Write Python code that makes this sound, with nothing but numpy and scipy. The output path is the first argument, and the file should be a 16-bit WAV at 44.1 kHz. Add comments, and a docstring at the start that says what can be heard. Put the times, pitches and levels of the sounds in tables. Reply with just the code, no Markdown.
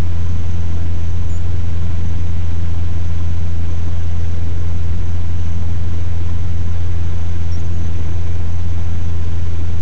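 """An open stubble field under a grey sky, with two engines droning far off.
Each exhaust radiates multiples of its firing rate, and the two low notes beat against each other over
the chuffing resonances of machine housings, faint fan tones and a wide distant roar. A small bird calls
twice and a thin whistle comes and goes. A double puff of air bumps the microphone, which overloads in
the deepest bass troughs."""
import sys
import numpy as np
from scipy import signal
from scipy.fft import rfft, irfft, next_fast_len
from scipy.io import wavfile

SR = 44100
rng = np.random.default_rng(int(sys.argv[2]) if len(sys.argv) > 2 else 0)


def generate_wav(sig):
    """Save sig (samples, or channels by samples) to the path in sys.argv[1] as 16-bit PCM at SR."""
    pcm = np.round(np.clip(np.atleast_2d(sig).T, -1, 1) * 32767).astype(np.int16)
    wavfile.write(sys.argv[1], SR, pcm)


N = 432621
TIME = np.arange(N) / SR
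FFT_SIZE = next_fast_len(N, real=True)
BIN_HZ = np.fft.rfftfreq(FFT_SIZE, 1 / SR)

# The slower engine sags, surges, then settles:
# (time [s], firing rate [Hz], level [dB], overtone gain [dB])
SLOW_ENGINE_RUN = [(0, 34.9, -37, -1), (.3, 35.1, -31.5, 0.5), (.7, 34.5, -36.5, 0), (1.05, 33.9, -30, -5),
                   (1.4, 35.35, -27.5, -5.5), (1.66, 35.93, -34.5, 4), (2.1, 35.74, -29, -0.5),
                   (2.45, 35.2, -36.5, 0.5), (2.75, 35.45, -34.5, 2), (3.15, 34.58, -33, -1.5),
                   (4.1, 34.72, -33.5, -1.5), (4.75, 35.36, -36.5, 0.5), (5.6, 34.47, -34, 0.5),
                   (6.36, 35.03, -33, 1), (7.45, 34.88, -33, -2.5), (9.8, 34.78, -33.5, -0.5)]
# Swell of the drone's overtones, the deepest resonances and the low roar: (time [s], level [dB])
BASS_SWELL = [(0, 0.5), (.7, 2), (1.45, 0.3), (1.85, 2), (2.2, 1), (2.62, 3), (2.95, -2), (3.4, 2.2),
              (3.8, -1.2), (4.4, 1.5), (5.1, -1.5), (5.33, 2), (5.8, .3), (6.1, -5.5), (6.42, 2), (6.9, -3),
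              (7.35, 1.1), (8.05, 1), (8.4, -0.5), (9.3, 1), (9.52, -5), (9.8, -2)]


def gain_of(db):
    """Amplitude ratio of a level: a factor of ten per 20 dB."""
    return 10 ** (np.asarray(db) / 20)


def unit_rms(x):
    """Normalisation to an rms of 1."""
    return x / np.sqrt(np.mean(x ** 2) + 1e-20)


def follow(rows):
    """Linear interpolation in time of each column after the first."""
    times, *columns = np.transpose(rows)
    return [np.interp(TIME, times, column) for column in columns]


def envelope(start, length, edge_s):
    """Trapezoidal envelope: a linear rise, a hold and a linear fall."""
    return np.clip(np.minimum(TIME - start, start + length - TIME) / edge_s, 0, 1)


def noise(density):
    """Gaussian noise with the given spectral density, in amplitude per root Hz."""
    real, imaginary = rng.standard_normal((2, len(BIN_HZ)), dtype=np.float32) * np.float32(density)
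    return irfft(real + 1j * imaginary, FFT_SIZE)[:N] * np.sqrt(SR * FFT_SIZE) / 2


def drift(rate_hz):
    """Random fluctuation of rms 1: noise low-passed at the given rate."""
    t = TIME[::64]
    hz = np.fft.rfftfreq(len(t), t[1])
    spectrum = rfft(rng.standard_normal(len(t))) / (1 + (hz / rate_hz) ** 2)
    return np.interp(TIME, t, unit_rms(irfft(spectrum, len(t))))


def phase_of(hz):
    """Phase as the time integral of frequency, from a random starting angle."""
    return 2 * np.pi * (np.cumsum(hz) / SR + rng.random())


def propagation_db(hz):
    """Frequency-dependent fading: bass, low mids and treble carry unevenly over the field."""
    # Swell of the low mids: (time [s], level [dB])
    mid_swell = [(0, -2), (.65, 0.5), (.9, -2), (1.45, -.7), (1.8, 1.7), (2.0, -2.5), (2.6, 1), (3.5, -2.2),
                 (3.8, 2.5), (4.15, -1.5), (4.4, 2.3), (5.55, -3.5), (6.0, 1.8), (6.4, -2.7), (7.0, 1),
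                 (7.35, -1), (7.95, 1.5), (8.35, 0.8), (8.6, -2.5), (9.1, 1), (9.8, 0.5)]
    # Swell of the higher machine noise: (time [s], level [dB])
    treble_swell = [(0, .5), (1.25, -0.9), (1.55, -.8), (1.9, 0.5), (2.55, 0.5), (3.6, -1), (3.77, 0.2),
                    (4.0, -0.2), (4.9, -1), (5.8, -1), (6.7, -.3), (7.03, 1), (7.7, -0.5), (8.08, 1.5),
                    (8.6, -.9), (8.85, 0), (9.25, -.2), (9.45, 0.7), (9.8, -1)]
    return follow(BASS_SWELL if hz < 250 else mid_swell if hz < 600 else treble_swell)[0]


def distant_roar(swell_share=0.45, waver_db=0.62, steady_above_hz=3000):
    """Broadband noise in octave bands: each wavers, and all but the highest swell with the machinery."""
    # Noise spectrum of the open country: (frequency [Hz], spectral density [dB per Hz])
    spectrum = [(10, -52.5), (90, -54), (120, -55), (150, -56), (200, -61.5), (275, -64), (390, -68.5),
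                (600, -72.5), (950, -77.5), (2000, -80.5), (3900, -85), (4800, -89.5), (6300, -87),
                (7000, -92.5), (7450, -101), (7600, -111)]
    hz, db = np.transpose(spectrum)
    density = gain_of(np.interp(np.log(BIN_HZ + 1), np.log(hz), db))
    centres = np.geomspace(100, 6400, 7)
    out = np.zeros(N)
    for centre, selector in zip(centres, np.eye(len(centres))):
        band = noise(density * np.sqrt(np.interp(BIN_HZ, centres, selector)))
        swell_db = swell_share * propagation_db(centre) / (1 + (centre / steady_above_hz) ** 4)
        out += band * gain_of(swell_db + waver_db * drift(15))
    return out


def fans_and_gears(wander_hz=1.1, fade_db=1.6, decline_db_per_s=0.2):
    """Tonal noise of rotating parts: the lowest fan swells and ebbs, the rest slowly grow fainter."""
    # The lowest, clearest fan: (time [s], frequency [Hz], level [dB])
    fan_run = [(0, 482, -52), (.5, 478, -48.5), (.9, 478, -56), (1.85, 477.4, -51), (2.3, 479, -52.5),
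               (2.75, 482, -56.5), (4.45, 482.5, -52.5), (5.0, 480.5, -58.5), (6.15, 479.5, -51),
               (7.3, 481.6, -52), (8.1, 478.5, -51.5), (8.65, 479, -55), (9.25, 480, -58.5),
               (9.8, 482, -50)]
    # Other fans and gears: (frequency [Hz], level [dB])
    whine_tones = [(673.7, -58), (743, -61.5), (1013, -66.5), (1070, -61.5), (2147, -73.5), (3217, -64)]
    whines = np.zeros(N)
    for hz, db in whine_tones:
        whines += gain_of(db + fade_db * drift(4.1)) * np.sin(phase_of(hz + wander_hz * drift(2)))
    whines *= gain_of(-decline_db_per_s * (TIME - TIME.mean()))
    fan_hz, fan_db = follow(fan_run)
    fan = gain_of(fan_db + fade_db * drift(4.9)) * np.sin(phase_of(fan_hz + wander_hz * drift(2)))
    return np.sqrt(2) * (fan + whines)


def clatter(fade_db=1.55, rasp_db=-85, rasp_hz=1600, rasp_width_hz=1100):
    """Forced resonance: moving parts ring the housings, amplitude-modulated in two chuffing rhythms."""
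    # Housing modes: (frequency [Hz], nominal bandwidth [Hz], peak density [dB per Hz])
    housing_modes = [(153.5, 8, -58.5), (178, 8.3, -56), (235.3, 14, -62), (325, 46, -63.5),
                     (414, 17, -69.5), (449.7, 10, -69), (682, 18, -71), (721, 10, -71.5), (827, 18, -74),
                     (870, 23, -73.5), (1028, 42, -72.5), (1376, 19, -75.5), (1540, 19, -79),
                     (1615, 49, -79), (2046, 21, -81), (2354, 130, -82), (2900, 130, -86),
                     (3400, 120, -86.5)]
    ringing = np.zeros(N)
    for hz, width, db in housing_modes:
        mode = noise(gain_of(db) / (1 + ((BIN_HZ - hz) / (0.84 * width)) ** 2))
        ringing += mode * gain_of(fade_db * drift(3.8) + propagation_db(hz))
    rasp = noise(gain_of(rasp_db) / (1 + ((BIN_HZ - rasp_hz) / rasp_width_hz) ** 2))
    rasp *= gain_of(propagation_db(rasp_hz))
    chuff = np.ones(N)
    for rate_hz, depth in ((13.3, 0.18), (21.9, 0.23)):
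        chuff += depth * np.sin(phase_of(rate_hz + 0.2 * drift(0.94)))
    return (ringing + rasp) * chuff


def whistle(pitch_hz=6122, wander_hz=27, flutter_db=2.6, depth=0.43, pulse_hz=28.3, rest_db=-67.5):
    """A thin tone, perhaps a dry bearing, amplitude-modulated at the slower engine's rate and below."""
    # Spells of whistling, with a faint tone lingering between: (start [s], duration [s], level [dB])
    spells = [(.17, .62, -58), (0.925, 0.41, -57.5), (2.0, 0.33, -57), (2.42, 0.19, -59.5),
              (2.92, 0.61, -58), (3.66, 0.25, -56.5), (3.929, .43, -59.5), (4.481, 0.43, -61.5),
              (4.969, .17, -57), (5.342, 0.3, -58), (5.639, 0.74, -62.5), (6.35, .62, -59.5),
              (6.971, .76, -58), (7.769, 0.14, -53.5), (7.933, 0.44, -57.5), (8.46, 0.66, -58.5),
              (9.098, 0.76, -61.5)]
    swells = [gain_of(db) * envelope(start, length, edge_s=0.025) for start, length, db in spells]
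    amplitude = np.maximum(np.max(swells, axis=0), gain_of(rest_db))
    tone = np.sin(phase_of(pitch_hz + wander_hz * drift(100)))
    firing_hz = follow(SLOW_ENGINE_RUN)[0]
    pulses = 1 + depth * (np.sin(phase_of(firing_hz)) + np.sin(phase_of(pulse_hz + 0.2 * drift(1))))
    return amplitude * unit_rms(tone * pulses * gain_of(flutter_db * drift(40)))


def bird(waver_share=0.004, flutter_db=1.5, scoop_s=0.0064, flick_s=0.0037):
    """Frequency modulation of nearly pure notes, which may drop onto their pitch, slide and flick up."""
    # Notes of the two calls:
    # (start [s], duration [s], pitch [Hz], slide [Hz/s], scoop in [Hz], flick out [Hz], level [dB])
    notes = [ (1.293, 0.089, 6940, -1700, 400, 900, -49), (1.404, .017, 6850, 0, 699.5, 699.5, -54.5),
             (7.516, 0.05, 5580, 4998, 450, 0, -44), (7.592, 0.017, 6000, 25000, 1499, 1400, -45.5),
             (7.645, .026, 6280, 2000, 0, 0, -51), (7.729, 0.052, 6640, 3700, 0, 0, -56)]
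    waver = 1 + waver_share * drift(150)
    flutter = gain_of(-flutter_db * drift(50))
    out = np.zeros(N)
    for start, length, pitch, slide, scoop, flick, db in notes:
        shape = envelope(start, length, edge_s=0.0045)
        on = shape > 0
        t = TIME[on] - start
        hz = pitch + slide * (t - length / 2)
        hz += scoop * np.exp(-(t / scoop_s) ** 2) + flick * np.exp((t - length) / flick_s)
        out[on] += gain_of(db) * shape[on] * np.sin(phase_of(hz * waver[on]))
    return np.sqrt(2) * flutter * out


def air_puffs():
    """Turbulent pressure on the microphone: two soft, low bumps, one running into the next."""
    # Bumps of air: (start [s], duration [s], centre [Hz], half-width [Hz], level [dB])
    puffs = [(4.892, .065, 61.7, 25, -22.5), (4.955, 0.076, 46, 17, -21)]
    out = np.zeros(N)
    for start, length, centre_hz, half_width_hz, db in puffs:
        shape = envelope(start, length, edge_s=0.022)
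        eddies = noise(1 / (1 + ((BIN_HZ - centre_hz) / half_width_hz) ** 4))
        out += gain_of(db) * shape * eddies / eddies[shape > 0].std()
    return out


def exhaust(firing_hz, level_db, orders, overtones_db, fade_db, fade_hz, jitter_rad):
    """Fourier series of exhaust pulses; moving air fades each order on its own, the weak ones most."""
    phase = phase_of(firing_hz) + jitter_rad * drift(8.4)
    out = np.zeros(N)
    for multiple, db in orders:
        depth_db = fade_db * (1 + min(abs(db), 20) / 5)
        order_db = db + depth_db * drift(fade_hz) + overtones_db * (multiple > 1)
        offset = 2 * np.pi * rng.random() * (multiple % 1 > 0)  # whole orders crest together
        out += gain_of(order_db) * np.cos(multiple * phase + offset)
    return np.sqrt(2) * gain_of(level_db) * out


def slow_engine(wander_hz=0.092):
    """Periodic firing at a low rate gives closely spaced harmonics: a deep throb under the drone."""
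    # Exhaust orders: (multiple of the firing rate, relative level [dB])
    orders = [(.5, -4.5), (1, 0.5), (2, -23), (3, 0), (4, -12), (6, -13.5)]
    firing_hz, level_db, overtones_db = follow(SLOW_ENGINE_RUN)
    firing_hz += wander_hz * drift(1.25)
    return exhaust(firing_hz, level_db, orders, overtones_db, fade_db=0.88, fade_hz=9.1, jitter_rad=0.071)


def loud_engine(mean_db=-20.5, db_per_hz=0.6, decline_db_per_s=0.0647):
    """The main drone: a fundamental at the firing rate, with subharmonics from four unequal cylinders."""
    # Exhaust orders: (multiple of the firing rate, relative level [dB])
    orders = [(.25, -17), (.5, -28.5), (.75, -27), (1, 0), (1.5, -28), (2, -20), (2.5, -28.5), (4, -43)]
    # A steady idle that sags once and overshoots as the governor catches it: (time [s], firing rate [Hz])
    idle_speed = [(0, 85.1), (.9, 84.4), (1.7, 85), (2.2, 84.6), (5.1, 84.8), (6.0, 84.45), (6.5, 85),
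                  (7.65, 84.6), (8.0, 83.85), (8.7, 85.4), (9.6, 84.2)]
    firing_hz, = follow(idle_speed)
    overtones_db, = follow(BASS_SWELL)
    level_db = mean_db + db_per_hz * (firing_hz - firing_hz.mean())  # louder when it runs faster
    level_db -= decline_db_per_s * (TIME - TIME.mean())
    return exhaust(firing_hz, level_db, orders, overtones_db, fade_db=0.09, fade_hz=6.2, jitter_rad=0.02)


def scene():
    """Superposition in a free field: all sources add at one microphone."""
    machinery = loud_engine() + slow_engine() + clatter() + fans_and_gears()
    return (machinery + distant_roar() + whistle() + bird() + air_puffs())[None]


def record(dry, knee=0.13, headroom=0.035, choke=0.32, bass_hz=300, cutoff_hz=7600, dc_offset=-0.4245):
    """Asymmetric saturation: the microphone rounds off deep bass troughs and chokes the sound above,
    so the roar purrs at the firing rate. 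The output is band-limited and sits on a steady offset."""
    bass = signal.sosfiltfilt(signal.butter(2, bass_hz, fs=SR, output="sos"), dry)
    excess = np.maximum(-bass - knee, 0)
    overload = np.tanh(excess / headroom)
    rounded_bass = bass + excess - headroom * overload
    choked_highs = (dry - bass) * (1 - choke * overload)
    low_pass = signal.firwin(2047, cutoff_hz, window=("kaiser", 9), fs=SR)
    return signal.oaconvolve(rounded_bass + choked_highs, low_pass[None], "same") + dc_offset


dry = scene()
out = record(dry)
generate_wav(out)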